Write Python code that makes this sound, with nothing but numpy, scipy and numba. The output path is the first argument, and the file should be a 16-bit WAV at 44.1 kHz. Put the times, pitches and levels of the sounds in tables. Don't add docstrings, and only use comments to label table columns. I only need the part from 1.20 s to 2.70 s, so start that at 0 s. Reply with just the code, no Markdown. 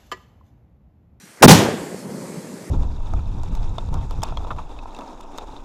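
import sys
import numpy as np
from scipy import signal
from scipy.fft import rfft, irfft
from scipy.io import wavfile
from scipy.ndimage import uniform_filter1d
from numba import njit

SR = 44100
rng = np.random.default_rng(int(sys.argv[2]) if len(sys.argv) > 2 else 0)


def inscribe(sig):
    pcm = np.round(np.clip(np.atleast_2d(sig).T, -1, 1) * 32767)
    wavfile.write(sys.argv[1], SR, pcm.astype(np.int16))


def elevation(decibels):
    levels = np.asarray(decibels, float)
    return 10 ** (levels / 20)


N = 66150

# (start [s], level [dB], rise [s], hold [s])
BLASTS = [
    (.2225, 5, 0.0083, .027),
    (.279, -1, 0.00033, 0.045),
]


def seconds():
    return np.arange(N) / SR


def noise():
    return rng.standard_normal(N)


def line(table):
    points = np.array(table, float)
    return np.interp(seconds(), points[:, 0], points[:, 1])


def unit(x):
    return x / np.sqrt(np.mean(x ** 2))


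def decay(t, t60):
    return elevation(-60 * np.clip(t, 0, 9) / t60)


def colour(x, table):
    points = np.array(table, float)
    log_hz = np.log(np.arange(N // 2 + 1) * SR / N + 1)
    table_log_hz = np.log(points[:, 0])
    db = np.interp(log_hz, table_log_hz, points[:, 1])
    db = db - 20 * np.clip(table_log_hz[0] - log_hz, 0, 9)
    db = db - 3000 * np.clip(log_hz - table_log_hz[-1], 0, 9)
    return unit(irfft(rfft(x) * elevation(db), N))


def walk(rate):
    size = int(SR / rate)
    steps = np.repeat(rng.standard_normal(N // size + 1), size)
    smooth = uniform_filter1d(uniform_filter1d(steps, size), size)
    return unit(smooth[:N])


def grit(per_s, scatter_db):
    chance, side, size = rng.random((N, 3)).T
    return (chance < per_s / SR) * np.sign(side - .5) * elevation(-scatter_db * np.log(size + 1e-9))


def patchy(table):
    spectrum = rfft(colour(noise(), table))
    band = (np.arange(len(spectrum)) * SR / N // 350).astype(int)
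    out = 0
    for k in range(42):
        out = out + irfft(spectrum * (band == k), N) * elevation(2.0 * walk(15.87))
    return unit(out)


@njit
def svf(x, hz, share):
    y, band, low = np.empty(len(x)), 0., 0.
    for i in range(len(x)):
        g = np.tan(np.pi * hz[i] / SR)
        v = (band + g * (x[i] - low)) / (1 + g * (g + share))
        band, low, y[i] = 2 * v - band, low + 2 * g * v, share * v
    return y


def muzzle():
    # (frequency [Hz], level per Hz [dB])
    crack_colour = [(300, 6), (900, -14), (2500, -4.5), (6000, -3), (11000, -11.5), (16000, -13)]
    boom_hz, boom_end_hz, boom_width = 945, 190, 1.4
    start, db, rise, hold = BLASTS[0]
    t = seconds() - start
    hz = boom_hz * (boom_end_hz / boom_hz) ** np.clip(t / (rise + hold), 0, 1)
    gas = noise() * np.sqrt(boom_end_hz / hz)
    boom = unit(svf(svf(gas, hz, boom_width), hz, boom_width))
    boom = boom * np.clip(t / rise, 0, 1) ** 1.66
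    crack = elevation(-10.5) * colour(noise(), crack_colour) * decay(t - rise - .012, t60=0.13)
    crack = crack * np.clip(t / 0.0067, 0, 1)
    return elevation(db) * (boom + crack) * decay(t - rise - hold, t60=.004)


def swing():
    start_hz, sag_hz_per_s = 232, 7200
    since = seconds() - .2601
    t = np.clip(since, 0, .015)
    cycles = (start_hz - sag_hz_per_s * t / 2) * t
    return -elevation(20) * np.sin(2 * np.pi * cycles) * decay(since, t60=.0175)


def slap():
    # (centre [Hz], time to fall 60 dB [s], level [dB])
    fade = [(175.7, 0.52, -7), (400, 0.88, -13), (789, 0.76, -16.5), (1520, 0.77, -20), (2896, 0.58, -17),
            (6050, .45, -16.5), (10900, 0.38, -23)]
    start, db, rise, hold = BLASTS[1]
    t = seconds() - start
    body = 0
    for hz, t60, band_db in fade:
        x = noise() * 0.48 + unit(grit(4 * hz, scatter_db=2.0))
        top = (min(hz * 3, 15100), -24 if hz < 9000 else -6)
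        band = colour(x, [(hz / 3, -30), (hz / 1.824, -3), (hz, 0), (hz * 1.15, -2), top])
        rough_db = 1.7 * min(1, 900 / hz) * walk(50.5)
        bass_db = 6 * np.clip(1 - t / .03, 0, 1) * (hz < 500)
        body = body + elevation(band_db + rough_db + bass_db) * band * decay(t - hold, t60)
    step_db = 6.5 * np.clip(1 - (t - hold) / 0.016, 0, 1)
    body = elevation(db + step_db) * np.clip(t / rise, 0, 1) * body

    sizzle = colour(noise(), [(4000, 11), (7000, -16), (16000, -1)])
    herald = elevation(-18) * np.clip(1 + t / .005, 0, 1) * (t < 0)
    tail = elevation(-24) * decay(t - hold, t60=.11)
    crack = elevation(-6) * decay(t, t60=.04)
    return body + sizzle * (herald + (t > 0) * (tail + crack))


def waves():
    # (time [s], peak level [dB], pitch [Hz], length [cycles])
    swings = [(0.039, -38, 188, 1.8), (0.2152, -16.5, 295, 1.16), (0.2218, -5, 454, 0.71),
              (0.354, 0.5, 190, 1.12), (0.43, -8, 307, 1.9), (0.448, -13, 290, 0.85), (.488, -9, 378, 0.82),
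              (.542, -15.5, 241, 2.3), (0.619, -20.5, 300, 0.51), (.638, -28.5, 289, 3.1),
              (.728, -24.5, 510, 1.5), (0.746, -17, 400, 0.91), (.949, -20, 229, 1.45),
              (1.104, -25.5, 300, 1.1), (1.18, -24, 170, 4.4), (1.343, -24.5, 225, 2),
              (1.479, -27.5, 280, 1.5)]
    signs = [-1, -1, 1, 1, -1, 1, -1, 1, -1, 1, 1, -1, -1, -1, -1, 1, 1]
    out = 0
    for (at, db, hz, cycles), sign in zip(swings, signs):
        t = seconds() - at
        swell = np.exp(-(t * hz * 2 / cycles) ** 2)
        out = out + sign * elevation(db) * np.cos(2 * np.pi * hz * t) * swell
    return out


def roll():
    # (time [s], level [dB])
    roll_level = [(.33, -28), (.5, -32.5), (.62, -35), (.72, -34), (.81, -38), (.87, -31.5), (1.0, -30.5),
                  (1.35, -36.5), (1.5, -39.5)]
    # (frequency [Hz], level per Hz [dB])
    echo_colour = [(35, -55), (60, -26.5), (184, 0.5), (300, -6.5), (404, -6), (629, -11.5), (702, -20),
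                   (876, -17.5), (2600, -41), (3380, -59), (5720, -120)]
    copies = unit(grit(per_s=900, scatter_db=2.5)) + 0.96 * noise()
    echoes = colour(copies, echo_colour)
    fade_in = np.clip((seconds() - roll_level[0][0]) * 20, 0, 1)
    return echoes * elevation(line(roll_level) + 0.66 * walk(25.9)) * fade_in


def shake():
    # (frequency [Hz], level per Hz [dB])
    shake_colour = [(100, -7), (300, -12), (900, -15), (2000, -12.5), (3000, -37)]
    start, end, db = .165, .213, -50
    t = seconds()
    on = np.clip((t - start) * 100, 0, 1) * decay(t - end, t60=0.03)
    level = line([(start, db), (end - .012, db + 4), (end, -36)])
    return colour(noise(), shake_colour) * elevation(level) * on


def air():
    # (frequency [Hz], level per Hz [dB])
    air_colour = [(110, -2), (220, 2.5), (600, -9), (2000, -8.5), (3000, -14.5), (7000, -13), (11000, -17),
                  (14350, -24)]
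    # (frequency [Hz], level per Hz [dB])
    hiss_colour = [(2000, 1), (3200, -14), (4600, -3.5), (5800, -7), (7370, -1.5), (9500, -6), (12000, -13),
                   (14350, -16)]
    # (time [s], level [dB])
    hiss_level = [(.3, -46), (.6, -41), (.72, -46.5), (.81, -45), (.865, -51), (.91, -46), (1.22, -47.5),
                  (1.5, -49.5)]
    # (from [s], to [s])
    shut_times = [
        (.2155, .2225),
        (.2640, .2750),
    ]
    t = seconds()
    floor = patchy(air_colour) * elevation(-47.5)
    smoke = patchy(hiss_colour) * elevation(line(hiss_level) + .5 * walk(20.3)) * (t > BLASTS[1][0])
    shut = sum((t > a) & (t < b) for a, b in shut_times)
    return (floor + smoke) * elevation(-35 * uniform_filter1d(1. * shut, size=60))


def scene():
    return (muzzle() + swing() + slap() + waves() + roll() + shake() + air())[None]


def top_cut(x):
    return signal.sosfilt(signal.butter(12, 16430, fs=SR, output="sos"), x)


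def record(dry):
    clip, knee = 1.03, 13
    x = signal.sosfilt(signal.butter(1, 92, "high", fs=SR, output="sos"), dry)
    flat = clip * x / (clip ** knee + np.abs(x) ** knee) ** (1 / knee)
    flat = signal.sosfiltfilt(signal.ellip(6, .1, 30, 15900, fs=SR, output="sos"), flat)
    return top_cut(flat)


dry = scene()
out = record(dry)
inscribe(out)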